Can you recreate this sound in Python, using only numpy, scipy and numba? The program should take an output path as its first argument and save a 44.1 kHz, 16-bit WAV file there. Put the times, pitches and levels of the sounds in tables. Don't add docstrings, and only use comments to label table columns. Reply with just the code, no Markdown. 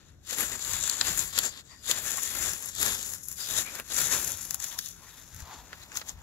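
import sys
import numpy as np
from scipy import signal
from scipy.fft import rfft, irfft
from scipy.io import wavfile
from scipy.ndimage import uniform_filter1d
from numba import njit

SR = 44100
rng = np.random.default_rng(int(sys.argv[2]) if len(sys.argv) > 2 else 0)


def to_wav(s):
    ch = np.atleast_2d(s).T
    pcm = np.round(np.clip(ch, -1, 1) * 32767)
    wavfile.write(sys.argv[1], SR, pcm.astype(np.int16))


N = 274346


def undb(db):
    return 10 ** (np.asarray(db) / 20)


def walk(rate_hz):
    step = max(int(SR / rate_hz), 2)
    held = np.repeat(rng.standard_normal(N // step + 1), step)
    return 1.15 * uniform_filter1d(uniform_filter1d(held, step), step)[:N]


def swells(t, start_s, swell_s, hold_s, fade_s, level_db):
    coarse = t[::44, None]
    before = np.clip(start_s - coarse, 0, None) / np.maximum(swell_s, .035)
    after = np.clip(coarse - start_s - hold_s, 0, None) / np.maximum(fade_s, .03)
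    power = np.sum(undb(level_db - 20 * (before + after)) ** 2, axis=1)
    return np.interp(t, coarse[:, 0], 10 * np.log10(power + 1e-12))


def ports(alike, lag_s=0):
    left, other = rng.standard_normal((2, N))
    late = np.interp(np.arange(N) - lag_s * SR, np.arange(N), left)
    return np.array([left, alike * late / np.std(late) + np.sqrt(1 - alike ** 2) * other])


def colour(pair, spectrum, lo_hz=0.91, hi_hz=1e5):
    size = 8192
    f = np.arange(size // 2 + 1) * SR / size + 1
    hz, *port_db = np.transpose(spectrum)
    band = 1 / np.sqrt((1 + (lo_hz / f) ** 30) * (1 + (f / hi_hz) ** 30))
    rolloff_db = 40 * np.log2(np.clip(f / hz[0], 0, 1) / np.clip(f / hz[-1], 1, None))
    gain = undb([np.interp(np.log(f), np.log(hz), db) + rolloff_db for db in port_db]) * band + 1e-6
    gain /= np.sqrt(np.mean(np.sum(gain ** 2, axis=0)) / 4)
    cepstrum = irfft(np.log(gain))
    cepstrum[:, 1:size // 2] *= 2
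    cepstrum[:, size // 2 + 1:] = 0
    return signal.oaconvolve(pair, irfft(np.exp(rfft(cepstrum))), axes=1)[:, :N]


@njit
def bandpass(x, hz, width_hz):
    y, band, low = np.empty(len(x)), 0., 0.
    for i in range(len(x)):
        g, damping = np.tan(np.pi * hz[i] / SR), width_hz / hz[i]
        v = (band + g * (x[i] - low)) / (1 + g * (g + damping))
        band, low, y[i] = 2 * v - band, low + 2 * g * v, damping * v
    return y


def resonance(pair, hz, width_hz):
    return [bandpass(bandpass(x, hz, float(width_hz)), hz, float(width_hz)) for x in pair]


def wood():
    # freq_hz, left_db, right_db
    air = [(28.7, -8, -7), (60.6, 1, -13), (160, -2, -9.5), (275, -6, -9.5), (680, -13.5, -36),
           (1530, -28, -18), (2520, -34, -45), (3970, -22.5, -28), (4670, -40, -53), (6000, -17, -39),
           (7160, -50, -60), (8500, -66, -43), (11000, -45, -39), (15700, -48, -36)]
    return undb(-64) * colour(ports(alike=.6, lag_s=.0001) * undb(1.2 * walk(4)), air)


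def soil_rumble(t):
    # start_s, hold_s, level_db
    shoves = [(0.413, 0.022, -48.5), (0.693, 0.069, -49), (1.07, 0.052, -45), (1.20, 0.045, -52),
              (1.396, 0.041, -56.5), (1.922, 0.18, -54), (2.36, 0.09, -47), (2.81, 0.069, -45.5),
              (3.097, 0.028, -58), (3.534, 0.025, -47), (4.00, 0.033, -45.5), (4.13, 0.14, -48.5),
              (4.45, 0.064, -54), (5.366, 0.045, -57), (6.15, .07, -54)]
    # freq_hz, left_db, right_db
    soil = [(20, -25.4, -31.6), (40, -1.9, -7.2), (70, 0.0, -4.5), (110, -2.5, -5.8), (170, -6.5, -7.8),
            (300, -31.2, -33.6)]
    start_s, hold_s, level_db = np.transpose(shoves)
    shoved = undb(swells(t, start_s, swell_s=.11, hold_s=hold_s, fade_s=.19, level_db=level_db))
    shake = np.hypot(shoved, undb(-60)) * undb(1.4 * walk(18))
    deep = colour(ports(alike=.55) * shake, soil, hi_hz=91)
    dull = colour(ports(alike=.93) * shake, soil, lo_hz=87)
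    return undb(-4.5) * deep + undb(-6) * dull


def thumps(t):
    # start_s, right_db, pitch_hz, t60_s
    landings = [(0.324, -34, 534, 0.014), (1.377, -33.5, 276, 0.027), (1.897, -29, 473, 0.014),
                (2.183, -39, 910, .015), (3.797, -36.5, 620, 0.017), (5.33, -45, 69.5, 0.16),
                (5.353, -39, 86, 0.14), (5.422, -33, 74, 0.086), (5.58, -47, 59, 0.13),
                (6.13, -45, 58.8, 0.31)]
    out = 0
    for start_s, right_db, hz, t60_s in landings:
        age = np.clip(t - start_s, 0, None)
        envelope = (1 - np.exp(-age * hz * 2.8)) * undb(-60 * age / t60_s)
        out += undb([[right_db + 6.5], [right_db]]) * envelope * np.sin(2 * np.pi * hz * age)
    return out


def sleeve(t):
    # start_s, swell_s, hold_s, fade_s, level_db
    brushes = [(4.76, 0.64, 0.015, .05, -54), (5.024, .1, 0.044, .4, -60), (5.497, .14, 0.023, .3, -49),
               (5.97, 0.8, .03, 5, -62.5), (6.09, .15, 0.026, -2, -54.5), (6.22, .1, 0.024, -4, -56)]
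    gain = undb(swells(t, *np.transpose(brushes)) + 16.5 + 1.6 * walk(20))
    hz = 900 * (1 + .04 * walk(5))
    return undb([[0], [-2.5]]) * resonance(ports(alike=.8) * gain, hz, width_hz=560)


def squeaks(t):
    # centre_s, pitch_hz, level_db, length_s
    slides = [(1.335, 1170, -55, 0.018), (1.50, 4730, -54, 0.041), (1.724, 1100, -61.5, 0.051),
              (1.736, 1870, -63.5, 0.088), (1.724, 4670, -61.5, 0.067), (1.8, 4900, -65, 0.075),
              (1.878, 3630, -42, 0.014), (2.184, 1060, -46, 0.018), (2.187, 1940, -48, 0.017),
              (3.426, 4900, -46.5, 0.086), (3.677, 2340, -47.5, 0.056), (4.718, 3400, -51.5, 0.013),
              (5.829, 4100, -55, 0.025)]
    out, noise = np.zeros((2, N)), ports(alike=.13, lag_s=.00006)
    for centre_s, hz, level_db, length_s in slides:
        near = abs(t - centre_s) < 3 * length_s
        swell = undb(level_db + 27) * np.exp(-((t[near] - centre_s) / (length_s / 2)) ** 2)
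        pitch = np.full(len(swell), float(hz))
        out[:, near] += undb([[0], [-6]]) * [bandpass(x[near] * swell, pitch, 217.) for x in noise]
    return out


def slips(rate_hz, scatter_db, t60_s, steady):
    chance, size = rng.random((2, N))
    kicks = (chance < rate_hz / SR) * undb(-scatter_db * np.log(size + 1e-9).clip(-4, 0))
    power = signal.lfilter([1], [1, -np.exp(-2 * np.log(1000) / (t60_s * SR))], kicks ** 2)
    power = steady + power / np.mean(power)
    return np.sqrt(power / np.mean(power))


def catches(part, trim_db):
    # start_s, peak_db, then relative to it hiss_db, upper_db, lower_db
    cracks = [(0.329, -23, -13, -17, -10), (0.384, -20.5, -9.5, -13.5, -12), (0.4064, -23, -0.5, -18, -8),
              (0.5935, -24, -17, -21, -14), (0.6478, -26.5, -9, -9, -26), (0.7337, -13, -21, -36, -23),
              (0.8373, -16.5, -29, -25, -20), (0.8756, -16.5, -15, -23, -18),
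              (0.8967, -12, -14.5, -13.5, -22), (1.011, -11, -29, -8.5, -14), (1.068, -20.5, -20, -16, -12),
              (1.175, -21.5, -6, -26, -15), (1.1918, -13, -29, -31, -25), (1.3773, -20, -12, -2.5, -6),
              (1.3869, -12.5, -8.5, -6.5, -19), (1.4528, -18.5, -17, -22, -19),
              (1.8892, -21, -16, -17, -16.5), (1.9117, -9, -17.5, -11.5, -19.5),
              (2.1066, -22, -10, -22, -23), (2.1156, -20, -15, -21, -31), (2.171, -20, -15, -25, -33),
              (2.2323, -19, -11, -33, -35), (2.4925, -16.5, -23, -30, -28),
              (2.5335, -18.5, -14, -24.5, -22), (2.6239, -30, -7, -28, -10),
              (2.6583, -32.5, 1.5, -19.5, -19), (2.751, -26.5, -14, -22, -20),
              (2.8135, -19.5, -8, -21, -27), (2.828, -16.5, -8, -13, -10), (2.8615, -19, -10, -23, -20),
              (3.028, -24.5, -14, -16, -27), (3.1353, -23.5, -12, -21, -18), (3.234, -34.5, -8, -31, -38),
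              (3.2848, -27, -6, -25, -26), (3.3147, -25, -11, -26, -23.5), (3.3262, -27, -10, -24, -26),
              (3.3702, -35, -5.5, -13, -18), (3.7532, -31.5, -1.5, -6, -11), (3.7896, -40, 2, -10, 4),
              (3.7981, -32.5, 0, -7, 5), (4.0146, -18.5, -8, -26, -12), (4.126, -29, -14, -12, -13),
              (4.2457, -23, -4, -28, -34), (4.2762, -26.5, -4, -13, -24), (4.3182, -23.5, -8.5, -20.5, -25),
              (4.372, -35, 1.5, -22, -20), (4.4154, -28, -10, -24, -32), (4.4508, -31.5, -1.5, -12, -28),
              (4.5074, -18.5, -10.5, -23, -19.5), (4.5435, -21.5, -4, -20, -15.5),
              (4.6001, -24, -16, -26, -21), (4.624, -28, -21, -21, -26), (4.6414, -22, -10, -16, -19),
              (4.7887, -19, -8.5, -13.5, -19.5), (4.8595, -30, -6, -15, -27), (4.8868, -34, -3, -16, -25),
              (5.3453, -37, -6, -19, -18), (5.363, -35, -13, -20, -27), (5.4036, -33, -11, -24, -14),
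              (5.7298, -39, -21, 0.5, 7), (5.8333, -38, -18.5, -18, -10), (5.9177, -37.5, -14, -14, -5),
              (5.9563, -32, -20, -10, -6), (5.971, -20, -15, -15, -18.5), (5.9953, -39, -11, -2, -8),
              (6.0141, -32.5, -20, -5, -1), (6.0873, -28.5, -15, -20, -23), (6.0926, -24, -23, -33, -35)]
    power, lead = np.zeros(N + SR), SR // 40
    t = np.arange(-lead, SR // 10) / SR
    age = np.clip(t, 0, None)
    load = .062 * np.exp(np.where(t < 0, t / .009, -t / .013))
    for start_s, peak_db, hiss_db, upper_db, lower_db in cracks:
        part_db = dict(rasp=0, hiss=hiss_db, upper=upper_db, lower=lower_db)[part]
        t60_s = max(.012 + .0002 * peak_db, .004)
        crack = (1 - np.exp(-age / .0003)) * undb(-60 * age / t60_s)
        i = int(start_s * SR) - lead
        power[i:i + len(t)] += (undb(peak_db + part_db + trim_db) * (crack + load)) ** 2
    return np.sqrt(power[:N])


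def bark_slab(rub, push, level_db):
    # freq_hz, left_db, right_db
    bark = [(130, -22, -23.5), (200, -4, -5.5), (400, -3, -5), (600, -4, -6), (900, -5, -7.5),
            (1300, -18, -22)]
    shake = np.hypot(rub(level_db - 5.5, bite=.9, flicker_db=.77), catches("lower", trim_db=-8))
    return colour(push(shake, alike=.92), bark)


def ringing(drive, modes, drift, flicker_db):
    out = 0
    for hz, width_hz, *port_db in modes:
        centre_hz = hz * (1 + drift * walk(9))
        swell = undb(flicker_db * walk(16))
        out += undb(port_db)[:, None] * resonance(drive * swell, centre_hz, width_hz)
    return out


def blade(rub, push, upper_db, lower_db):
    # pitch_hz, width_hz, left_db, right_db
    low_modes = [(1099, 470, -5, -10.5), (1442, 400, -6, -4.5), (1880, 544, -1.5, -9.5),
                 (2114, 92, -7.5, -23.5), (2560, 1850, -9.5, -22)]
    high_modes = [(3000, 124, -3, -11.5), (3566, 870, 1.5, -2.5), (4176, 78, -1, 0), (4645, 167, -3, -4),
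                  (5320, 430, -42, -57)]
    # freq_hz, left_db, right_db
    steel = [(750, -33.3, -34.2), (1100, -7.6, -12.3), (1400, -4.4, -10.0), (1750, -2.1, -9.4),
             (2150, -8.2, -14.4), (2500, -6.2, -13.1), (2950, -10.3, -12.6), (3500, -4.4, -9.4),
             (4200, -4.0, -11.4), (4700, -3.8, -9.3), (5200, -7.5, -13.1), (6200, -20.0, -39.8)]
    split_hz = 2900
    upper, lower = rub(upper_db, bite=.88, flicker_db=.4), rub(lower_db, bite=.84, flicker_db=.83)
    ring = undb(11) * ringing(push(upper, alike=.4), high_modes, drift=.025, flicker_db=3.4)
    ring += undb(11.5) * ringing(push(lower, alike=.75), low_modes, drift=.025, flicker_db=3.6)
    jolt = push(catches("lower", trim_db=17.5), alike=.72)
    knock = ringing(jolt, low_modes, drift=.02, flicker_db=3.1)
    grit = colour(push(upper, alike=.4), steel, lo_hz=split_hz)
    grit += colour(push(lower, alike=.75), steel, hi_hz=split_hz)
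    snap = colour(push(catches("upper", trim_db=5.5), alike=.069), steel, lo_hz=split_hz)
    snap += colour(push(catches("lower", trim_db=3.5), alike=1), steel, hi_hz=split_hz)
    return ring + knock + undb(-5.5) * grit + snap


def edge(rub, push, rasp_db, low_rasp_db, hiss_db, fizz_db):
    # freq_hz, left_db, right_db
    spectrum = [(4300, -31.6, -37.7), (5300, -13.4, -19.7), (6300, -6.3, -27.1), (6800, -2.3, -29.3),
                (7150, 0.0, -29.7), (7500, -2.7, -28.5), (8000, -12.8, -27.6), (8800, -19.7, -29.4),
                (9400, -17.5, -31.0), (10200, -9.6, -28.7), (11200, -8.7, -24.4), (12800, -12.7, -24.6),
                (14000, -19.6, -23.2), (15700, -22.3, -24.8)]
    shoulder_hz, notch_hz, fizz_hz = 6600, 8800, 12400
    rasp = np.hypot(rub(rasp_db - .77, bite=1.28, flicker_db=2.2), catches("rasp", trim_db=2))
    out = undb(low_rasp_db - 12.5) * colour(push(rasp, alike=.45), spectrum, hi_hz=shoulder_hz)
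    out += undb(-5.5) * colour(push(rasp, alike=.4), spectrum, shoulder_hz, notch_hz)
    hiss = np.hypot(rub(hiss_db - 3, bite=1, flicker_db=1), catches("hiss", trim_db=6))
    out += colour(push(hiss, alike=.25), spectrum, notch_hz, fizz_hz)
    fizz = np.hypot(rub(fizz_db - 1.7, bite=.35, flicker_db=1.5), catches("hiss", trim_db=2.8))
    return out + colour(push(fizz, alike=.35), spectrum, lo_hz=fizz_hz)


def gestures(t):
    # start_s, swell_s, hold_s, fade_s, rasp_db,
    # then relative to the rasp hiss_db, ring_db, weight_db (on blade and bark)
    strokes = [(0.276, -0.06, 0.034, -0.2, -44, -8.5, -2, -2),
               (0.308, 0.01, 0.031, 0.01, -29.5, -11, -10.5, -2.5),
               (0.394, 0.0775, 0.038, 0.09, -27.5, -7, -12, 2),
               (0.522, 0.12, 0.034, 0.03, -33.5, -11.5, -9.5, 2),
               (0.682, 0.1751, 0.065, 0.22, -29.5, -10.5, -10.5, -2),
               (0.614, 0, 0.013, -0.02, -36.5, -19, -3.5, -15),
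               (0.864, 0.11, 0.1, 0.22, -29, -13.5, -12, -4.5),
               (1.048, 0.1346, 0.044, 0.26, -30, -7, -5.5, 2.5),
               (1.191, 0.07, 0.033, 0.12, -29.5, -6.5, -10, -1),
               (1.372, 0.09, 0.015, 0.0548, -32, -11, -2.5, -0.5),
               (1.441, 0.12, 0.021, 0.0547, -28.5, -10.5, -7.5, 1.5),
               (1.52, -0.1, 0.083, 0, -48, -10, 0, 4), (1.698, 0.2, 0.12, .2, -55, -21, -9, 0.5),
               (1.848, 0, 0.039, -1.8, -42.5, -7.5, -2.5, 0),
               (1.899, -0.0642, 0.04, 0.39, -30, -8.5, -8.5, 1),
               (2.028, 0.14, 0.13, 0.4, -33.5, -6.5, -13.5, -0.5),
               (2.227, -0.21, 0.09, 0.48, -33, -7.5, -9, -2), (2.351, -0.1, .14, 0.15, -32.5, -4, -10, 2.5),
               (2.622, 0.8, 0.073, -1, -44, -2.5, -12.5, 2),
               (2.768, 0.07, .02, -0.03, -36.5, -13.5, -5, -2),
               (2.816, 0.0557, 0.046, 0.33, -28.5, -4, -6.5, 2.5),
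               (3.057, -1, 0.094, -0.03, -39, -2, -12.5, -2.5),
               (3.238, -0.4, 0.026, -0.9, -46, -2.5, -29, -17),
               (3.281, -0.3, 0.032, 0.6, -44, -4.5, -17, -5.5),
               (3.39, -0.16, 0.098, 0.33, -38.5, -4, -7, -1.5),
               (3.501, 0.07, 0.12, 0.05, -31.5, -4.5, -9.5, 1),
               (3.663, -0.1, 0.046, 0.23, -45, -7, -4.5, 6),
               (3.732, -0.03, .06, 0.05, -44.5, -6.5, -9, 7.5),
               (3.908, .04, 0.018, 0.03, -39, -17, -3.5, 2.5), (3.98, .1, 0.02, 0.27, -29, -2.5, -8.5, 2.5),
               (4.122, 0.11, 0.018, 0.4267, -30.5, -3, -8, 3.5)]
    rustles = [(0, 0.12, .01, 0.37, -61.5, -11.5, -5, 5.5), (4.50, 0.055, 0.014, 0.043, -46, -2, -8, -12),
               (4.43, 0.071, .03, 0.091, -66, -9, -10, -15), (4.54, 0.019, 0.014, .05, -49, -7, -6, -1.5),
               (4.62, 0.045, 0.047, 0.1, -38, -2.5, -9, -4), (4.72, 0.042, 0.013, .1, -47, -3, -3, 3),
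               (4.849, 0.16, 0.037, 0.079, -45, -1.5, -5, -4.5),
               (5.05, 0.32, 0.15, 0.21, -55, -1.5, -3.5, 4), (5.36, 0.15, 0.054, .2, -54, -4, -10, 2),
               (5.51, 0.26, 0.023, 0.26, -51.5, -5.5, -0.5, 7.5),
               (5.80, 0.4, 0.057, 0.12, -55, -5, -3.5, 6), (5.92, .05, .03, .1, -54, -9.5, -5, 7.5),
               (5.965, 0.032, .01, 0.053, -44.5, -1, -5, 1.5), (6.085, 0.08, .01, 0.06, -48, -4.5, -4, 0),
               (6.15, 0.18, .1, .3, -64.5, -5, -2.5, 7.5)]
    *timing, fade_s, rasp_db, hiss_db, ring_db, weight_db = np.transpose(strokes + rustles)
    fuller_db = np.repeat([0, 3.5], [len(strokes), len(rustles)])
    body_db = ring_db, weight_db - 10 + fuller_db, 1.29 * weight_db - 17
    edge_levels = [swells(t, *timing, fade_s, rasp_db + db) for db in (0, hiss_db)]
    body_levels = [swells(t, *timing, .78 * fade_s, rasp_db + db) for db in body_db]
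    return edge_levels + body_levels


def scraping(t, low_rasp_db, fizz_db):
    rasp_db, hiss_db, upper_db, lower_db, bark_db = gestures(t)
    grain = slips(rate_hz=300, scatter_db=.5, t60_s=.022, steady=1.25) * undb(1.49 * walk(40))
    lag_s = .0001 + .00005 * walk(3.19)

    def rub(level_db, bite, flicker_db):
        return undb(level_db + min(flicker_db, 1.5) * walk(24.87)) * grain ** bite

    def push(envelope, alike, smear_s=.0028):
        fall = np.exp(-1 / (smear_s * SR))
        shadowed = np.sqrt(signal.lfilter([1 - fall], [1, -fall], envelope ** 2))
        return ports(alike, lag_s) * [envelope, shadowed]

    return (edge(rub, push, rasp_db, low_rasp_db, hiss_db, hiss_db + fizz_db)
            + blade(rub, push, upper_db, lower_db) + bark_slab(rub, push, bark_db))


def scene():
    # time_s, right_db, low_rasp_db, fizz_db (relative to the hiss)
    balance = [(0, -2, 7.5, -8), (.6, -0.9, -1.5, -4), (2.1, -1.3, 2.5, -6.5), (3, -0.3, 4.5, -7.5),
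               (4.4, 0, 6.5, -7), (4.8, 0, 11.5, -4), (5.3, 1, 9.5, -3.5), (6.22, 3, 9, 0)]
    t = np.arange(N) / SR
    time_s, *columns = np.transpose(balance)
    right_db, low_rasp_db, fizz_db = (np.interp(t, time_s, column) for column in columns)
    work = scraping(t, low_rasp_db, fizz_db) + squeaks(t)
    work[1] *= undb(right_db)
    return work + sleeve(t) + soil_rumble(t) + thumps(t) + wood()


def record(dry):
    return signal.sosfilt(signal.ellip(12, .3, 80, 15720, fs=SR, output="sos"), dry)


dry = scene()
out = record(dry)
to_wav(out)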